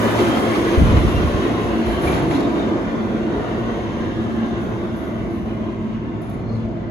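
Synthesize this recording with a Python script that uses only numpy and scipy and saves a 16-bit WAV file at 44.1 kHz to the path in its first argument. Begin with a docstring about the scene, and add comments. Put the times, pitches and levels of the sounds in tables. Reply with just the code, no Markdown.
"""Wheels roar and steel clacks as the last car of a subway train passes an underground platform.
Its wake thumps and buffets the microphone, then the last bogies clatter over a rail joint.
The train recedes at a steady speed: the roar of rough wheels on rough rails loses its treble,
while the machinery hums on and the tunnel rumbles. Treads and flanges rub on the rails,
so the steel keeps hissing, ringing and briefly squealing from far away."""
import sys
import numpy as np
from scipy import signal
from scipy.fft import rfft, irfft, next_fast_len
from scipy.io import wavfile
from scipy.ndimage import uniform_filter1d, map_coordinates

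SR = 44100
rng = np.random.default_rng(int(sys.argv[2]) if len(sys.argv) > 2 else 0)


def materialize(psi):
    """Save the field psi as 16-bit PCM at rate SR to the path in sys.argv[1].

    A 1-D psi becomes a single channel; in a 2-D psi each row is a channel.
    """
    bounded = np.clip(np.atleast_2d(psi).T, -1, 1)
    quanta = np.round(bounded * 32767).astype(np.int16)
    wavfile.write(sys.argv[1], SR, quanta)


N = 304373
TIME_S = np.arange(N) / SR


def amp(db):
    """Decibels to gain."""
    return 10 ** (np.asarray(db) / 20)


def unit_rms(x):
    """x at rms 1."""
    return x / np.sqrt(np.mean(x ** 2) + 1e-20)


def log_interp(points, hz):
    """(frequency, value) points joined on a log frequency axis."""
    knots_hz, values = np.transpose(points)
    return np.interp(np.log(hz + 1), np.log(knots_hz + 1), values)


def wobble(knots_per_s):
    """Smooth random curve."""
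    knots = rng.standard_normal(int(N * knots_per_s / SR) + 4)
    return map_coordinates(knots, [TIME_S * knots_per_s])


def swell(centre_s, sigma_s):
    """Gaussian rise and fall."""
    return np.exp(-((TIME_S - centre_s) / sigma_s) ** 2 / 2)


def blow(start_s, attack_s, t60_s):
    """Impact envelope: quick rise, exponential decay."""
    age_s = np.maximum(TIME_S - start_s, 0)
    return (1 - np.exp(-age_s / attack_s)) * 1000 ** (-age_s / t60_s)


def distance_m(pass_s=0.39, speed_m_per_s=12):
    """Distance the last bogie has run since passing."""
    return speed_m_per_s * np.maximum(TIME_S - pass_s, 0)


def receding_db(near_db, loss_db_per_m, lift_db=0, entry_s=3.35, ramp_s=0.054):
    """Level falls with distance; on entry, the tunnel walls funnel sound back and lift it."""
    inside = .5 + .5 * np.tanh((TIME_S - entry_s) / (2 * ramp_s))
    return near_db - loss_db_per_m * distance_m() + lift_db * inside


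# Likeness of the two microphone ports: (frequency [Hz], coherence [0..1])
PORT_COHERENCE = [(40, .87), (80, .78), (130, .85), (290, .88), (600, .74), (1100, .62), (1500, .42),
                  (1950, .55), (2500, .32), (4000, .27), (5000, .18), (6500, .6), (7400, .6), (8200, .96),
                  (9600, .75), (11000, .9)]
# Off-axis tunnel mouth, one port leads: (frequency [Hz], left minus right phase [rad])
PORT_PHASE = [(0, 0.1), (120, -.5), (250, -0.48), (600, 0.87), (1120, 1), (1500, 3), (2200, 6.3),
              (2800, 8.7), (3300, 9.6), (4000, 12.4), (5400, 15), (6200, 18.8), (7000, 18), (7800, 15.8),
              (8900, 15.6), (10400, 12.6), (11600, 12.5), (12700, 9.5), (14200, 9.3), (15000, 6.3)]
# Port balance: (frequency [Hz], left minus right level [dB])
PORT_BALANCE = [(60, -0.5), (110, 0), (200, -1), (380, -1), (700, 2), (1290, 0.5), (2380, 0.5), (4400, -1),
                (8120, -0.5), (15000, 1)]
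def port_noise(gain):
    """Stereo noise of rms 1, shaped by gain(hz): part direct from the tunnel, part diffuse."""
    size = next_fast_len(N + 8192)
    hz = np.fft.rfftfreq(size, 1 / SR)
    mid, side = rng.standard_normal((2, 2 * len(hz))).view(complex) * gain(hz)
    spread_rad = np.arccos(np.clip(log_interp(PORT_COHERENCE, hz), 0, 1)) / 2
    mid, side = mid * np.cos(spread_rad), side * np.sin(spread_rad)
    phase_rad = np.interp(hz, *np.transpose(PORT_PHASE))
    pan = np.exp(.5j * phase_rad) * amp(log_interp(PORT_BALANCE, hz) / 2)
    return unit_rms(irfft([(mid + side) * pan, (mid - side) / pan], size)[:, :N])


def broad(spectrum):
    """Broadband noise with the given spectrum."""
    return port_noise(lambda hz: amp(log_interp(spectrum, hz)))


def narrow(centre_hz, half_width_hz):
    """Noise-driven resonance with steep skirts."""
    return port_noise(lambda hz: 1 / (1 + ((hz - centre_hz) / half_width_hz) ** 2))


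def steely(noise, depth_db):
    """Faint steel resonances, about 50 Hz wide, come and go as the wheels roll."""
    spectra = signal.stft(noise, nperseg=2048)[2]
    patches = uniform_filter1d(rng.standard_normal(spectra.shape[1:]), size=3, axis=0)
    for frames in (12, 6):
        patches = uniform_filter1d(patches, size=frames, axis=1)
    spectra *= amp(depth_db * unit_rms(patches))
    return unit_rms(signal.istft(spectra, nperseg=2048)[1][:, :N])


# Tunnel rumble: (frequency [Hz], level [dB])
RUMBLE_SPECTRUM = [(15, -46), (30, -18), (40, -6), (52, 0), (80, -2), (110, 0.5), (155, -2), (200, 3),
                   (260, -1.5), (400, -18.5), (800, -99)]
def tunnel_rumble(start_db=-27, fade_db_per_s=0.19):
    """The tunnel keeps rumbling behind the train, barely fading."""
    return amp(start_db - fade_db_per_s * TIME_S + 0.36 * wobble(4.72)) * broad(RUMBLE_SPECTRUM)


# Hum harmonics: (order, smear half width [Hz], line over smear [rms ratio])
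HUM_HARMONICS = [(1, 7, 1.1), (2, 11, 1.25), (3, 26, .3)]
# One envelope per harmonic: (time [s], level [dB])
HUM_ENVELOPES = [
    [(0, -29), (.15, -28.5), (.3, -22), (.38, -40), (.5, -25.5), (.7, -36), (1.5, -36), (2.4, -45),
     (3.5, -41), (3.62, -27.5), (3.75, -43), (4.0, -42), (4.22, -31), (4.55, -36.5), (4.75, -32),
     (5.05, -50), (5.2, -33.5), (5.7, -38.5), (5.8, -44), (5.9, -35.5), (6.25, -32), (6.36, -36),
     (6.54, -25.5), (6.74, -37.5), (6.87, -26.5)],
    [(0, -20.5), (.2, -27), (.7, -31), (1.0, -28.5), (1.6, -34), (1.8, -23), (2.0, -32), (2.3, -40),
     (2.67, -26.5), (2.92, -32.5), (3.05, -25.5), (3.25, -29.5), (3.4, -35), (3.6, -29.5), (3.88, -36.5),
     (4.02, -25), (4.13, -28.5), (4.3, -21), (4.55, -29.5), (4.75, -38), (5.05, -29.5), (5.75, -30.5),
     (5.9, -24.5), (6.04, -36), (6.17, -28.5), (6.36, -45), (6.55, -28.5), (6.75, -30), (6.9, -48)],
    [(0, -34), (.17, -18.5), (.55, -31.5), (.7, -20), (.85, -33), (1.05, -25), (1.3, -33), (1.47, -24),
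     (1.63, -39), (1.73, -22.5), (2.0, -30), (2.1, -24), (2.72, -24.5), (2.9, -32), (3.27, -26.5),
     (3.6, -32.5), (4.6, -30.5), (5.9, -35), (6.55, -41), (6.9, -32.5)],
]
def machinery_hum(pitch_hz=112.22, drift_hz=1.498):
    """Each harmonic is a clear line plus a smear of echoes, throbbing as the cars move."""
    cycles = np.cumsum(pitch_hz + drift_hz * wobble(5)) / SR
    hum = 0
    for (order, half_width_hz, line_ratio), envelope in zip(HUM_HARMONICS, HUM_ENVELOPES):
        line = np.sqrt(2) * np.sin(2 * np.pi * order * cycles)
        smear = narrow(order * pitch_hz, half_width_hz)
        level_db = np.interp(TIME_S, *np.transpose(envelope))
        hum += amp(level_db) * unit_rms(smear + line_ratio * line)
    return hum


def drive_whine(pitch_hz=8290):
    """Thin high whine, probably the electric drive, fading with distance."""
    level_db = receding_db(-57, loss_db_per_m=1.26) + wobble(4.2)
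    return amp(level_db) * narrow(pitch_hz, half_width_hz=60)


# Distant snaps: (time [s], level [dB])
SNAP_EVENTS = [(4.615, -57), (4.695, -57), (4.965, -53), (5.308, -57), (6.217, -51), (6.296, -49)]
# Snap colour: (frequency [Hz], level [dB])
SNAP_SPECTRUM = [(4000, -30), (8000, -8), (10500, 0), (13000, -3), (15200, -1), (17000, -40)]
def snaps():
    """Faint snaps far down the tunnel, perhaps sparks at a collector shoe."""
    envelope = sum(amp(db) * blow(s, attack_s=0.0005, t60_s=0.05) for s, db in SNAP_EVENTS)
    return envelope * broad(SNAP_SPECTRUM)


# Resonant booms: (centre [s], sigma [s], frequency [Hz], half width [Hz], level [dB])
RESONANT_BOOMS = [(1.76, 0.37, 689, 6.9, -37.5), (2.2, 0.11, 158, 46, -24.5), (2.455, 0.13, 277, 27, -24.5),
                  (6.735, 0.15, 640, 68, -37)]
def resonant_booms():
    """Low resonances swell briefly: the station booms as the train moves, and after the joint hits the bogies
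    boom low."""
    return sum(amp(db) * swell(s, sigma_s) * narrow(hz, half_width_hz)
               for s, sigma_s, hz, half_width_hz, db in RESONANT_BOOMS)


# Singing wheel: (frequency [Hz], half width [Hz], level [dB])
SONG_MODES = [(3126, 90, -58), (3500, 390, -56), (6150, 360, -63.5)]
def wheel_song(waver_db=2.5):
    """A wheel pressed against the rail sings faintly inside the tunnel."""
    notes = sum(amp(db + waver_db * wobble(11)) * narrow(hz, half_width_hz)
                for hz, half_width_hz, db in SONG_MODES)
    return swell(centre_s=4.16, sigma_s=0.99) * notes


# Track, wheel and car resonances: (frequency [Hz], half width [Hz], near level [dB])
STEEL_MODES = [(687, 14, -42), (1030, 78, -43.5), (1482, 40, -44.5), (2053, 33, -44.5), (2765, 36, -46.5),
               (3450, 70, -54)]
def steel_ringing(swell_db=1.4, waver_db=3.0):
    """Track, wheels and cars ring, wavering at random as the train recedes."""
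    rings = sum(amp(db + swell_db * wobble(3.97) + waver_db * wobble(14)) * narrow(hz, half_width_hz)
                for hz, half_width_hz, db in STEEL_MODES)
    return amp(receding_db(0, loss_db_per_m=0.23)) * rings


# Tread hiss: (frequency [Hz], level [dB])
TREAD_SPECTRUM = [(2000, -50), (4000, -4), (5200, -.5), (6200, 0), (7200, -4), (8300, -14), (11000, -22),
                  (16000, -45)]
# Flange sizzle: (frequency [Hz], level [dB])
FLANGE_SPECTRUM = [(5000, -30), (7300, -6), (8200, 2.5), (9000, 1.5), (10000, 0), (11000, -3),
                   (12000, -3.5), (13700, -6), (15500, -11), (17000, -40)]
def friction(lean_db=-64.5):
    """Treads and flanges rub with a restless hiss; in the tunnel the flanges lean on the rail."""
    tread_db = receding_db(-43.5, loss_db_per_m=0.37, lift_db=4.7) + 0.46 * wobble(18)
    treads = amp(tread_db) * steely(broad(TREAD_SPECTRUM), depth_db=3)
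    rubbing = amp(receding_db(-44, loss_db_per_m=0.6, lift_db=4.2))
    leaning = amp(lean_db) * swell(centre_s=4.83, sigma_s=0.78)
    flicker = amp(wobble(25))
    flanges = np.hypot(rubbing, leaning) * flicker * steely(broad(FLANGE_SPECTRUM), depth_db=3)
    return treads + flanges


# Steel scrapes: (time [s], level [dB], frequency [Hz], t60 [s])
SCRAPE_EVENTS = [(.15, -40, 4200, .6), (.45, -46, 3000, .6), (1.84, -47.5, 10800, 0.93),
                 (2.01, -40.5, 10400, 0.91), (2.295, -45.5, 10400, 0.51), (2.33, -48, 4100, 1.6),
                 (2.56, -57, 4000, 1.4), (4.28, -63.5, 11400, 0.91), (4.6, -59, 11800, 0.61),
                 (4.949, -58, 11400, 0.9), (5.3, -60, 12000, 1.1), (6.205, -55.5, 10300, 0.48),
                 (6.285, -57, 10500, 0.46), (6.46, -58.5, 4500, 1.8), (6.52, -68, 9200, 1.2)]
def scrapes(relative_half_width=0.15, rasp_db=1.5, tread_db=-5):
    """Steel grips and slips on steel in short bright rasps, with a little tread hiss."""
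    tread = amp(tread_db) * broad(TREAD_SPECTRUM)
    strokes = 0
    for s, db, hz, t60_s in SCRAPE_EVENTS:
        envelope = amp(db) * blow(s, attack_s=0.025, t60_s=t60_s)
        strokes += envelope * (narrow(hz, relative_half_width * hz) + tread)
    return amp(rasp_db * wobble(90)) * strokes


# Wheel squeals: (centre [s], sigma [s], frequency [Hz], level [dB])
SQUEAL_EVENTS = [(2.08, 0.032, 2360, -37), (2.36, .025, 4100, -50), (2.407, .055, 3720, -47.5),
                 (2.41, .055, 3440, -49), (2.61, 0.035, 3680, -43.5), (2.71, 0.045, 3500, -52),
                 (5.02, 0.06, 11600, -67), (6.53, .07, 4230, -59)]
def squeals(half_width_hz=48, rasp_db=2.5):
    """A slipping wheel rings roughly at one of its own notes."""
    rasp = amp(rasp_db * wobble(40))
    return rasp * sum(amp(db) * swell(s, sigma_s) * narrow(hz, half_width_hz)
                      for s, sigma_s, hz, db in SQUEAL_EVENTS)


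DISC_HZ, DISC_HALF_WIDTH_HZ = 3070, 1050
def wheel_discs(level_db=-38.5, grit_db=0.5):
    """The wheel discs of the last bogie ring grittily as it goes by."""
    grit = amp(grit_db * wobble(170))
    ring = steely(narrow(DISC_HZ, DISC_HALF_WIDTH_HZ), depth_db=3)
    return amp(level_db) * swell(centre_s=0.77, sigma_s=0.62) * unit_rms(grit * ring)


# Steel clacks: (time [s], level [dB])
CLACK_EVENTS = [(.047, -21), (.203, -26.5), (.267, -30), (.347, -27), (.37, -21), (.55, -19), (.582, -25),
                (.646, -28), (.718, -28), (0.744, -20.5), (.868, -24), (.906, -21.5), (.966, -17),
                (1.078, -23), (1.275, -30)]
# Clack colour: (frequency [Hz], level [dB])
CLACK_SPECTRUM = [(200, -17), (650, 11.5), (1100, 8.5), (2000, -2), (3600, -9.5), (5200, -15.5),
                  (8000, -28), (15000, -33)]
def clacks():
    """Loose steel knocks under the passing car, too near to echo."""
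    envelope = sum(amp(db) * blow(s, attack_s=0.001, t60_s=0.1) for s, db in CLACK_EVENTS)
    return envelope * broad(CLACK_SPECTRUM)


# Wheels on rail joints: (time [s], relative clash level [dB], relative thud level [dB])
JOINT_HITS = [(.18, -22, -27), (1.86, -31.5, -40), (2.03, -26.5, -21.5), (2.065, -25.5, -31),
              (2.122, -25, -31), (2.305, -26.5, -22), (2.385, -42, -27.5), (2.55, -33.5, -24.5),
              (6.21, -47, -48), (6.28, -45, -37)]
# Steel clash: (frequency [Hz], level [dB])
CLASH_SPECTRUM = [(200, -29), (600, 8), (1200, 7), (2400, -1.5), (3700, -22), (5000, -21), (7200, -16),
                  (10000, -60.5), (16000, -41)]
# Axle thud: (frequency [Hz], level [dB])
THUD_SPECTRUM = [(25, -26), (50, -35), (150, -13.5), (290, 5.5), (400, -5), (700, -3.5), (1500, -39),
                 (4000, -82)]
def rail_joints(attack_s=0.0035, clash_t60_s=0.84, thud_t60_s=2.45, trim_db=-1, disc_db=-11):
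    """Each axle drops over a joint: a clash rings the wheel, a thud lingers; echoes add in power."""
    clash_power = sum((amp(db) * blow(s, attack_s, clash_t60_s)) ** 2 for s, db, _ in JOINT_HITS)
    thud_power = sum((amp(db) * blow(s, attack_s, thud_t60_s)) ** 2 for s, _, db in JOINT_HITS)
    clash = amp(trim_db) * broad(CLASH_SPECTRUM)
    disc = amp(disc_db) * narrow(DISC_HZ, DISC_HALF_WIDTH_HZ)
    thud = amp(trim_db) * broad(THUD_SPECTRUM)
    return np.sqrt(clash_power) * (clash + disc) + np.sqrt(thud_power) * thud


def eddy_stream(spectrum):
    """Unbroken stream of eddies of even mean strength."""
    eddies = broad(spectrum)
    local_power = uniform_filter1d(np.mean(eddies ** 2, axis=0), size=1500)
    return eddies / np.sqrt(np.abs(local_power))


# Wake gusts: (time [s], relative eddy level [dB], envelope t60 [s], shove level [dB])
WAKE_GUSTS = [(.773, -11, 0.28, -1), (.782, -20, .25, 0.5), (.813, -11.5, 0.51, 1),
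              (.862, -15.5, 0.33, -2.5), (.912, -13.5, 0.37, -6), (0.942, -11, .27, 3),
              (.972, -14.5, 0.3, 5), (1.046, -12, 0.29, 0), (1.14, -17.5, 0.42, -14),
              (1.171, -18.5, 0.4, -9), (1.245, -19, .35, -9), (1.345, -20, .3, -14),
              (1.64, -25.5, 0.8, -22), (1.86, -24, 1.0, -18), (2.051, -24.5, 0.94, -15)]
# Large eddies: (frequency [Hz], level [dB])
LARGE_EDDY_SPECTRUM = [(15, -46), (30, -27), (45, -5), (60, 3), (78, -2), (110, -11), (250, -40),
                       (1000, -80)]
# Small eddies: (frequency [Hz], level [dB])
SMALL_EDDY_SPECTRUM = [(40, -30), (80, -3), (110, -1), (170, -1.5), (300, -9.5), (600, -24), (2000, -56),
                       (8000, -96)]
def wake(large_db=1.0, small_db=-1.5, small_fade_db_per_s=7, attack_s=0.0015, shove_s=0.0016):
    """Each gust shoves the microphone, then its eddies beat on it; the small ones die first."""
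    gust_power = sum((amp(db) * blow(s, attack_s, t60_s)) ** 2 for s, db, t60_s, _ in WAKE_GUSTS)
    wake_age_s = np.maximum(TIME_S - WAKE_GUSTS[0][0], 0)
    large = amp(large_db) * eddy_stream(LARGE_EDDY_SPECTRUM)
    small = amp(small_db - small_fade_db_per_s * wake_age_s) * eddy_stream(SMALL_EDDY_SPECTRUM)
    shoves = 0
    for s, _, _, shove_db in WAKE_GUSTS:
        age = np.clip((TIME_S - s) / shove_s, 0, 20)
        shoves += amp(shove_db) * age ** 2 * (3 - age) * np.exp(-age) / 2  # push, then suction
    mic_low_cut = signal.butter(4, 42, "highpass", fs=SR, output="sos")
    return np.sqrt(gust_power) * (large + small) + signal.sosfilt(mic_low_cut, shoves)


# Low wheel roar: (frequency [Hz], level [dB])
ROAR_SPECTRUM = [(70, -44.5), (150, -12), (210, -8), (280, 0), (350, -1), (400, -2), (490, -6.5), (640, -8),
                 (700, -7), (790, -16), (900, -14.5), (1080, -13), (1350, -22), (2200, -25.5), (5000, -86)]
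# Bright wheel rush: (frequency [Hz], level [dB])
RUSH_SPECTRUM = [(200, -23), (600, -6), (1100, 1.5), (1500, 3.5), (1750, 0.5), (2100, -5.5), (2500, -6),
                 (3200, -6), (3900, -11), (4700, -20.5), (6500, -48), (12000, -70)]
def rolling():
    """Rough wheels on rough rails; the bright rush fades faster with distance than the roar."""
    roar_db = receding_db(-19.5, loss_db_per_m=0.2, lift_db=1) + wobble(14)
    roar = amp(roar_db) * steely(broad(ROAR_SPECTRUM), depth_db=1.97)
    rush_db = receding_db(-27.5, loss_db_per_m=0.3, lift_db=3.46) + wobble(18)
    rush = amp(rush_db) * steely(broad(RUSH_SPECTRUM), depth_db=3.5)
    return roar + rush


def scene():
    """The departing train and its wind, heard from the platform."""
    running = rolling() + tunnel_rumble() + machinery_hum() + drive_whine() + resonant_booms()
    steel = friction() + steel_ringing() + wheel_discs() + wheel_song()
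    events = rail_joints() + clacks() + scrapes() + snaps() + squeals()
    return running + steel + events + wake()


def record(dry, ceiling=0.95, top_hz=15750):
    """Soft peak limiter, then a brick-wall low-pass."""
    limited = dry / (1 + np.abs(dry / ceiling) ** 8) ** (1 / 8)
    size = next_fast_len(N + SR // 2)
    passband = np.fft.rfftfreq(size, 1 / SR) < top_hz
    return irfft(rfft(limited, size) * passband, size)[:, :N]


dry = scene()
out = record(dry)
materialize(out)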